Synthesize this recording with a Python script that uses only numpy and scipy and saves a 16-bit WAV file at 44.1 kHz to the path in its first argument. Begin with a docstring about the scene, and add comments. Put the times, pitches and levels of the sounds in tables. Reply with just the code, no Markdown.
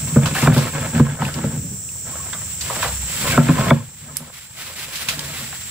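"""Insects shrill over a low rumble and the hiss of water as a wire-mesh fish trap starts up a wooden boat's side.
Filtered noise makes insects, rumble and wet leaves; random slips ring frame modes (scrape) and hull modes (drumming).
Knocks ring both mode sets, dispersed so that each sweeps down from a clack to a boom. Noise bursts make the snaps.
Sines make wire pings, drips, squeaks and a hull groan. A bank echoes the short sounds.
A limiter ducks everything after loud blows."""
import sys
import numpy as np
from scipy import signal
from scipy.fft import rfft, irfft
from scipy.io import wavfile
from scipy.ndimage import uniform_filter1d, minimum_filter1d

SR = 44100
rng = np.random.default_rng(int(sys.argv[2]) if len(sys.argv) > 2 else 0)


def to_wav(sig):
    """Store sig (one row per channel, or 1-D mono) as 16-bit WAV at the path in sys.argv[1].

    Samples outside -1..1 are clipped; the rate is SR.
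    """
    pcm = np.clip(np.atleast_2d(sig), -1, 1) * 32767
    pcm = np.round(pcm).astype(np.int16)
    wavfile.write(sys.argv[1], SR, pcm.T)  # frames by channels


N = 251370
TIME_S = np.arange(N) / SR
BIN_HZ = np.fft.rfftfreq(N, 1 / SR)


def amp(db):
    """Decibels to gain."""
    return np.exp(np.asarray(db) * np.log(10) / 20)


def unit(x):
    """Scales to rms 1."""
    return x / np.sqrt(np.mean(x ** 2) + 1e-20)


def read(points, hz):
    """Reads a table on a log-frequency axis."""
    point_hz, value = np.transpose(points)
    return np.interp(np.log(hz + 1), np.log(point_hz + 1), value)


def level(curve):
    """A dB curve as a gain for every sample."""
    return amp(np.interp(TIME_S, *np.transpose(curve)))


def add(mix, start_s, sound):
    """Mixes a sound in at its start time."""
    part = mix[..., max(round(start_s * SR), 0):][..., :sound.shape[-1]]
    part += sound[..., :part.shape[-1]]


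def band(x, lo_hz, hi_hz, order=2):
    """Band-pass filter."""
    edges_hz = [lo_hz, min(hi_hz, SR / 2 - 100)]
    return signal.sosfilt(signal.butter(order, edges_hz, "band", fs=SR, output="sos"), x)


def wander(max_hz, count=1):
    """Slow random motion of rms 1, up to about the given rate."""
    step = 64  # samples per point
    size = N // step + 2
    rate_hz = np.fft.rfftfreq(size, step / SR)
    spectrum = rfft(rng.standard_normal((count, size))) / (1 + (rate_hz / max_hz) ** 4)
    slow = unit(irfft(spectrum, size))
    return np.array([np.interp(TIME_S, np.arange(size) * step / SR, row) for row in slow])


def grains(per_s, spread_db):
    """Two trains of random clicks of rms 1, most small and a few large."""
    size = amp(spread_db * np.minimum(rng.exponential(1, (2, N)), 4))
    sign = rng.choice([-1, 1], (2, N))
    struck = rng.random((2, N)) < per_s / SR
    return unit(size * sign * struck)


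# left-right likeness: (frequency [Hz], correlation [0-1])
EAR_LIKENESS = [(60, 1), (300, 0.89), (1000, 0.63), (2000, 0.72), (4000, 0.23), (8000, 0.0073), (16000, 0)]


def colour(pair, spectrum):
    """Colours two unrelated signals and blends them so that the ears share the bass; rms 1."""
    a, b = rfft(pair) * amp(read(spectrum, BIN_HZ))
    same = np.clip(read(EAR_LIKENESS, BIN_HZ), 0, 1)
    mid, side = a * np.sqrt(1 + same), b * np.sqrt(1 - same)
    return unit(irfft([mid + side, mid - side], N))


def ring(modes, pitch=1, uneven_db=0, size=8192):
    """Impulse response of a set of modes; the point of contact favours some and starves others."""
    t = np.arange(size) / SR
    share_db = uneven_db * (2 * rng.random(len(modes)) - 1)
    response = np.zeros(size)
    for k, (hz, db, t60_s) in enumerate(modes):
        decay = amp(db + share_db[k] - 60 * t / t60_s)
        response += (-1) ** k * decay * np.sin(2 * np.pi * hz * pitch * t)
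    return response


def disperse(x, delay_s_at_1hz):
    """Bending waves run faster at high pitch: delay falls as 1 / sqrt(Hz). Peak 1."""
    hz = np.fft.rfftfreq(2 * len(x), 1 / SR)
    phase = 4 * np.pi * delay_s_at_1hz * np.sqrt(hz)
    bent = irfft(rfft(x, 2 * len(x)) * np.exp(-1j * phase))[:len(x)]
    return bent / abs(bent).max()


def strokes(rows, rise_s, stop_s):
    """Gain for (start, length, level, growth) rows: each rises, grows or fades, then dies away; powers add."""
    power, t = np.zeros(N), np.arange(SR) / SR
    for start_s, length_s, db, growth_db in rows:
        rise = np.minimum(t / rise_s, 1)
        hold = amp(db + growth_db * (np.minimum(t / length_s, 1) - .5))
        stop = np.exp(-np.maximum(t - length_s, 0) / stop_s)
        add(power, start_s, (rise * hold * stop) ** 2)
    return np.sqrt(power)


# chorus spectrum: (frequency [Hz], relative density [dB per Hz])
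INSECT_SPECTRUM = [(2000, -31.5), (4900, -26.5), (5600, -11), (6600, -15), (7050, -6), (7480, 3),
                   (8050, -1.5), (8700, -11.5), (10000, -22), (13600, -32), (14400, -13.5), (15300, -12)]
# chorus level before the limiter: (time [s], relative level [dB])
INSECT_LEVEL = [(0, -29.5), (1.8, -25.5), (4.2, -28.5), (5.7, -24)]


def insects():
    """A far chorus: noise in a shrill band with its octave, fluttering slightly."""
    flutter = amp(0.31 * wander(60, count=2))
    chorus = colour(rng.standard_normal((2, N)), INSECT_SPECTRUM) * flutter
    return amp(3.45) * level(INSECT_LEVEL) * chorus * amp([[-.7], [.7]])


# short pulls up the side: (start [s], length [s], relative scrape level [dB], wire rasp level [dB],
# relative hull drumming level [dB], growth over the pull [dB])
HAUL_PULLS = [(0, 0.26, -35.5, -46.5, -23, 10), (0.201, 0.12, -22.5, -40, -13, -1.5),
              (0.328, 0.085, -20.5, -30.5, -26, 6.5), (0.433, 0.22, -17.5, -34, -17.5, 5.5),
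              (0.718, .15, -19, -36, -14.5, -1), (0.919, 0.21, -17, -42, -9.5, -4),
              (1.186, 0.079, -13.5, -43, -9, -5), (1.319, .18, -19.5, -47, -10, -1),
              (1.514, 0.19, -48, -53, -17.5, -8), (2.032, 0.31, -33, -58, -35.5, -7),
              (2.632, 0.21, -28, -43, -47, 6), (3.073, .16, -38.5, -57, -38, 4),
              (3.201, 0.18, -21.5, -36, -20, 12), (3.421, 0.33, -14.5, -34, -11.5, 3.5),
              (4, 0.28, -28, -63, -24.5, -2), (4.533, 0.53, -26.5, -58.5, -34, 4),
              (5.062, 0.43, -23, -53, -23, -8)]


def hauling(grip_s=0.035, stop_s=0.05):
    """One envelope shape per pull drives scrape, rasp and hull drumming: linear grip, exponential stop."""
    start_s, length_s, scrape_db, rasp_db, drum_db, growth_db = np.transpose(HAUL_PULLS)
    return [strokes(zip(start_s, length_s, db, growth_db), grip_s, stop_s)
            for db in (scrape_db, rasp_db, drum_db)]


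# scrape spectrum: (frequency [Hz], relative density [dB per Hz])
SCRAPE_SPECTRUM = [(150, 3), (330, 2.5), (600, -0.5), (770, 6), (1000, 4), (1600, 2), (2400, -4),
                   (3000, -2.5), (4000, -6), (6000, -14), (16000, -35)]
# trap frame against the hull: (frequency [Hz], relative level [dB], t60 [s]); knocks scale the frequencies
FRAME_MODES = [(556, 1, 0.053), (643.7, 2, 0.039), (760, -10.5, 0.057), (883, -3.5, 0.05),
               (1059, 3.5, 0.021), (1299, 1, 0.033), (1489, -2.5, 0.032), (1624, -9, 0.065),
               (1882, -7, 0.023), (2265, -5, 0.052), (2510, -10.5, 0.019), (3495, -5, 0.056)]


def scrape(sliding, rasping, groups=4, resting_db=-41.5):
    """Wires catch and slip on the gunwale in uneven bursts; frame mode groups flare as the contact moves."""
    slips = grains(700, 2.83) + .5 * rng.standard_normal((2, N))
    slips *= amp(1.85 * wander(79))
    rung = np.zeros((2, N))
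    for k in range(groups):
        flaring = slips * amp(4.0 * wander(14))
        response = ring(FRAME_MODES[k::groups], size=4096)
        rung += signal.oaconvolve(flaring, response[None], axes=1)[:, :N]
    rasp = unit(band(slips + .5 * slips[::-1], 2030, 2800))
    contact = np.hypot(sliding, amp(resting_db))  # mesh still leans on the boat between pulls
    body = colour(unit(slips) + 0.56 * unit(rung), SCRAPE_SPECTRUM)
    return amp(-4.0) * contact * body + rasping * rasp


# wooden hull: (frequency [Hz], relative level [dB], t60 [s]); knocks scale the frequencies
HULL_MODES = [(102.4, -21, 0.53), (118, -15.5, 0.49), (144.7, 4.5, 0.2), (166.6, -1, 0.13),
              (233.1, -1.5, 0.2), (284.3, -5.5, 0.062), (370.5, -10.5, 0.12), (505, -16, 0.22)]


def rumble(drumming, resting_db=-46.5):
    """The sliding mesh keeps the hull drumming softly: random clicks ring its modes."""
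    rung = signal.oaconvolve(grains(400, 3.9)[0], ring(HULL_MODES))[:N]
    gain = np.hypot(drumming, amp(resting_db))
    return amp(-5.5) * gain * unit(band(rung, 82.2, 345))


# rumble spectrum: (frequency [Hz], relative density [dB per Hz])
SWAY_SPECTRUM = [(10, -22), (35, -41), (50, -20.5), (68, -0.5), (100, 0), (160, -4), (300, -21.5),
                 (1000, -35.5), (4000, -80)]


def sway(drumming, steady_db=-38, rock_db=-24.5, rock_power=.5):
    """Low noise round the boat: a steady part, and a part that swells with each pull."""
    gain = np.hypot(amp(steady_db), amp(rock_db) * drumming ** rock_power)
    return amp(4.5) * gain * colour(rng.standard_normal((2, N)), SWAY_SPECTRUM)


# leaf and water spectrum: (frequency [Hz], relative density [dB per Hz])
RUSTLE_SPECTRUM = [(300, -14), (1000, -6.5), (1900, 0), (3300, 0), (5000, -3), (7000, -7.5), (10000, -5.5),
                   (13500, -10), (15500, -3.5)]
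# water leaving the mesh: (time [s], relative level [dB])
RUNOFF_LEVEL = [(0, -38), (1.9, -43.5), (3, -34.5), (4.4, -32.5), (5.7, -25.5)]
# wet mesh sweeping leaves: (start [s], length [s], relative level [dB], growth over the sweep [dB])
LEAF_SWEEPS = [(0.33, 0.065, -23.5, 3.5), (0.52, 0.12, -22, -7.5), (0.72, 0.33, -34, -1),
               (1.2, 0.048, -25, 0.5), (1.29, 0.3, -35, -8), (2.06, 0.41, -40, -8), (2.6, 0.16, -27.5, 1),
               (2.8, 0.052, -23.5, -7), (3.07, 0.25, -26, 4.5), (3.41, 0.32, -30, 7.5),
               (4.13, 0.11, -28.5, -1), (4.32, 0.074, -24, -4.5), (4.55, 0.14, -20, -2),
               (4.75, 0.11, -16.5, -5.5), (4.91, 0.21, -17.5, 5.5), (5.18, 0.26, -23, 5)]


def rustle(rise_s=0.026, settle_s=0.093):
    """Leaves, wet mesh and running water: dense fine ticks over a soft hiss."""
    ticks = grains(2500, 1.9) + 1.23 * rng.standard_normal((2, N))
    ticks *= amp(1.67 * wander(30))
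    gain = np.hypot(strokes(LEAF_SWEEPS, rise_s, settle_s), level(RUNOFF_LEVEL))
    return amp(3.0) * gain * colour(ticks, RUSTLE_SPECTRUM) * amp([[-.5], [.5]])


# frame strikes boat: (time [s], hull boom peak [dB], frame clack peak [dB], clack centre [Hz],
# chatter [0-1], factor on mode frequencies [ratio])
HULL_KNOCKS = [(0.1533, 2, -10.5, 950, .6, 0.94), (0.22, -13, -27, 550, 0.2, 0.68),
               (0.251, -23, -12.5, 1520, 0.35, 1.15), (0.3445, -38, -11.5, 1440, .75, 1.18),
               (0.416, -5, -15, 1185, 0.6, 0.95), (0.45, -13, -10.5, 1080, 0.5, 0.79),
               (0.4669, 4.5, 1, 1150, 0.15, 1.04), (0.494, -2.5, -30, 600, 0.15, .81),
               (0.556, 2, -9, 1100, .7, .98), (0.991, 10.5, -6.5, 1000, .06, .96),
               (1.212, -5.5, -2, 1140, 0.06, 0.85), (1.369, -13.5, -27, 600, 0.5, 1.35),
               (1.432, -2, -10.5, 580, 0.13, 0.9), (1.555, -11.5, -26, 600, 0.15, 0.84),
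               (1.632, -16, -48, 470, .3, 1.12), (1.706, -15, -46, 500, .3, 0.82),
               (2.3256, -29, -18, 1804, 0.38, 0.9), (2.691, -42, -13, 860, 1, 0.87),
               (2.756, -32.5, -17, 900, 0.12, .95), (2.821, -36, -9, 1674, 0.7, 1.08),
               (2.838, -34, -10.5, 1010, 0.36, 0.88), (3.202, -18.5, -31, 1200, 0.7, .85),
               (3.3696, 4, .5, 900, 0.2, 1.024), (3.48, 3.5, -6.5, 1490, 0.14, 1.09),
               (3.575, -4, -11, 960, 0.7, 0.91), (3.652, -9.5, -12, 1000, .9, 0.78),
               (3.7011, 12.5, 12.5, 900, 0.01, 0.99), (3.710, -21, 4, 513, 0.04, 1.07),
               (4.194, -13, -18, 600, 0.4, 1.02), (5.160, -17, -28, 900, .14, 1.22),
               (5.409, -16.5, -43, 1500, 0.5, 0.93), (5.521, -32, -12.5, 1430, 0.03, 1.22)]


def knocks(size=4096, delay_s_at_1hz=.23):
    """Each blow rings frame and hull, spread in time by the planks; the loose frame chatters after it."""
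    out, t = np.zeros(N), np.arange(size) / SR
    for start_s, boom_db, clack_db, centre_hz, chatter, pitch in HULL_KNOCKS:
        rattles = rng.choice([-1, 1], size) * (rng.random(size) < 600 / SR)  # 600 per s
        contact = chatter * rattles * np.exp(-t / 0.028)
        contact[0] = 1
        frame = ring(FRAME_MODES, pitch, uneven_db=4.5, size=size)
        clack = band(signal.fftconvolve(frame, contact)[:size], centre_hz / 1.76, centre_hz * 1.83)
        boom = band(ring(HULL_MODES, pitch, uneven_db=3.25), 71, 920, order=1)
        add(out, start_s, amp(boom_db) * disperse(boom, 0.65 * delay_s_at_1hz))
        add(out, start_s, amp(clack_db) * disperse(clack, delay_s_at_1hz))
    return np.array([out, out])


# echo off water and foliage: (frequency [Hz], t60 [s])
BANK_DECAY = [(100, 0.34), (500, 0.092), (2000, 0.034), (8000, 0.069), (16000, 0.092)]


def bank(x, size=16384):
    """A short scattered echo from the water and leafy bank: noise decaying at its own rate per band."""
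    hz, t, noise = signal.stft(rng.standard_normal((2, size)), SR, nperseg=256)
    decay = amp(-60 * t / read(BANK_DECAY, hz)[:, None])
    tail = signal.istft(noise * decay, SR, nperseg=256)[1]
    tail *= np.minimum(np.arange(tail.shape[1]) / SR / 0.0035, 1)  # 3.5 ms onset
    echo = signal.fftconvolve(x, tail / np.linalg.norm(tail[0]), axes=1)[:, :N]
    return band(echo, 320, 18000)


# twigs and wires snap: (time [s], peak level [dB], centre [Hz], crack t60 [s],
# spray re crack [dB], left over right [dB])
TWIG_SNAPS = [(0.258, -9.5, 3500, 0.031, 9, -0.5), (0.418, -8, 5900, 0.017, -4, 13),
              (0.58, -6.5, 4520, 0.016, 8, 2), (1.2498, -8, 3003, 0.022, -11, 8),
              (1.3406, -8, 4100, 0.032, -10, 5), (1.889, -25.5, 2880, 0.012, -3, 3),
              (2.332, -16, 3610, 0.015, -10, -5), (2.61, -9.5, 4870, 0.075, -3, -1.5),
              (2.825, -10, 2560, 0.055, 6, -5), (4.169, 17, 9950, 0.0087, -25, -6.5),
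              (4.956, -0.5, 3800, 0.0091, 8, -1.5), (5.0861, 9.5, 3350, 0.056, -1, -2.5),
              (5.1927, 4.5, 4660, 0.017, -19, -3)]


def snaps(spray_t60_s=0.21):
    """A short noise crack, with a longer spray of shaken leaves and drops."""
    out, t = np.zeros((2, N)), np.arange(8000) / SR
    for start_s, db, hz, t60_s, spray_db, pan_db in TWIG_SNAPS:
        shape = amp(-60 * t / t60_s) + amp(spray_db - 60 * t / spray_t60_s)
        burst = rng.standard_normal((2, len(t))) * shape
        crack = band(burst, hz - 2200 * hz / (hz + 1800), hz + 1600, order=1)
        crack /= abs(crack).max(axis=1, keepdims=True)
        add(out, start_s, amp(db) * crack * amp([[min(pan_db, 0)], [min(-pan_db, 0)]]))
    return out


# taut wires ping: (time [s], upper note level [dB], upper note [Hz], t60 [s])
WIRE_PINGS = [(0.364, -17.5, 1763, 0.047), (0.384, -20, 1890, 0.053), (1.252, -12.5, 2800, 0.028),
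              (1.889, -30, 2840, 0.033), (2.33, -24.5, 1740, 0.074), (2.333, -23, 3770, 0.043),
              (2.415, -37, 2020, .09), (5.337, -24, 2300, 0.082)]


def pings():
    """Each wire rings with two decaying notes, the lower at 0.9 of the upper and stronger."""
    out, t = np.zeros(N), np.arange(6000) / SR
    for start_s, db, hz, t60_s in WIRE_PINGS:
        pair = np.sin(2 * np.pi * hz * t) - 1.3 * np.sin(2 * np.pi * hz * 0.9 * t)
        add(out, start_s, amp(db - 60 * t / t60_s) * pair)
    return np.array([out, out])


def drips(count=170, first_s=2):
    """Water runs off the mesh into the river as many small, short-lived bubbles of rising pitch."""
    out, t = np.zeros((2, N)), np.arange(1500) / SR
    for when, pitch, size, side in rng.random((count, 4)):
        hz = 750 * 4 ** pitch
        bubble = np.sin(2 * np.pi * hz * t * (1 + 2 * t)) * np.exp(-t * hz / 6)
        start_s = first_s + (N / SR - first_s) * when
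        ears = np.array([[1.5 - side], [.5 + side]])
        add(out, start_s, amp(-33 - 12 * size) * bubble * ears)
    return out


# pressed wire slides: (start [s], length [s], level before flutter [dB], start pitch [Hz], end pitch [Hz])
WIRE_SQUEAKS = [(2.11, 0.13, -36.5, 1142, 1075), (3.288, 0.067, -29, 2350, 2170),
                (3.31, 0.0487, -28, 1607, 1470), (3.54, 0.15, -23.5, 1002, 1085)]


def squeaks(jitter_ratio=0.0285, flutter_db=3.5):
    """Stick-slip on one wire: a rough, fluttering tone that glides a little."""
    out = np.zeros(N)
    jitter = 1 + jitter_ratio * wander(114)[0]
    flutter = amp(flutter_db * wander(70)[0])
    for start_s, length_s, db, start_hz, end_hz in WIRE_SQUEAKS:
        hz = np.interp(TIME_S, [start_s, start_s + length_s], [start_hz, end_hz]) * jitter
        gain = strokes([(start_s, length_s, db, 0)], rise_s=0.014, stop_s=0.007)
        out += gain * flutter * np.sin(2 * np.pi * np.cumsum(hz) / SR)
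    return np.array([out, out])


# hull under load: (start [s], length [s], rms level [dB])
HULL_GROAN = (2.82, .25, -30)


def groan(hz=65.):
    """The boat's slowest bending mode hums briefly, pitch wavering, as the weight comes onto it."""
    turns = np.cumsum(hz * (1 + 0.043 * wander(13)[0])) / SR
    gain = strokes([(*HULL_GROAN, 0)], rise_s=.06, stop_s=.035)
    return gain * unit(np.sin(2 * np.pi * turns))


def from_right(x, count):
    """A source to the right reaches the left ear a few samples late."""
    return np.array([np.pad(x[0], (count, 0))[:N], x[1]])


def scene():
    """The trap to the right, the echo of its short sounds, the boat and the insects."""
    sliding, rasping, drumming = hauling()
    blows = knocks()
    small = snaps() + pings() + squeaks() + drips()
    brushing = small + scrape(sliding, rasping) + rustle()
    trap = from_right(blows, count=1) + from_right(brushing, count=3)
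    echo = amp(-9.5) * bank(blows + small)
    boat = rumble(drumming) + groan() + sway(drumming)
    return trap + echo + boat + insects()


def record(dry, ceiling=.97, recovery_db_per_s=4.08, edge_hz=15650):
    """A limiter drops the gain just ahead of each peak and recovers slowly; then a low-pass."""
    over_db = 20 * np.log10(np.maximum(abs(dry).max(0) / ceiling, 1))
    recovery_db = recovery_db_per_s * TIME_S
    duck_db = np.maximum.accumulate(over_db + recovery_db) - recovery_db
    gain = uniform_filter1d(minimum_filter1d(amp(-duck_db), size=129), size=129)
    low_pass = signal.firwin(511, edge_hz, window=("kaiser", 9), fs=SR)
    return signal.oaconvolve(dry * gain, low_pass[None], "same")


dry = scene()
out = record(dry)
to_wav(out)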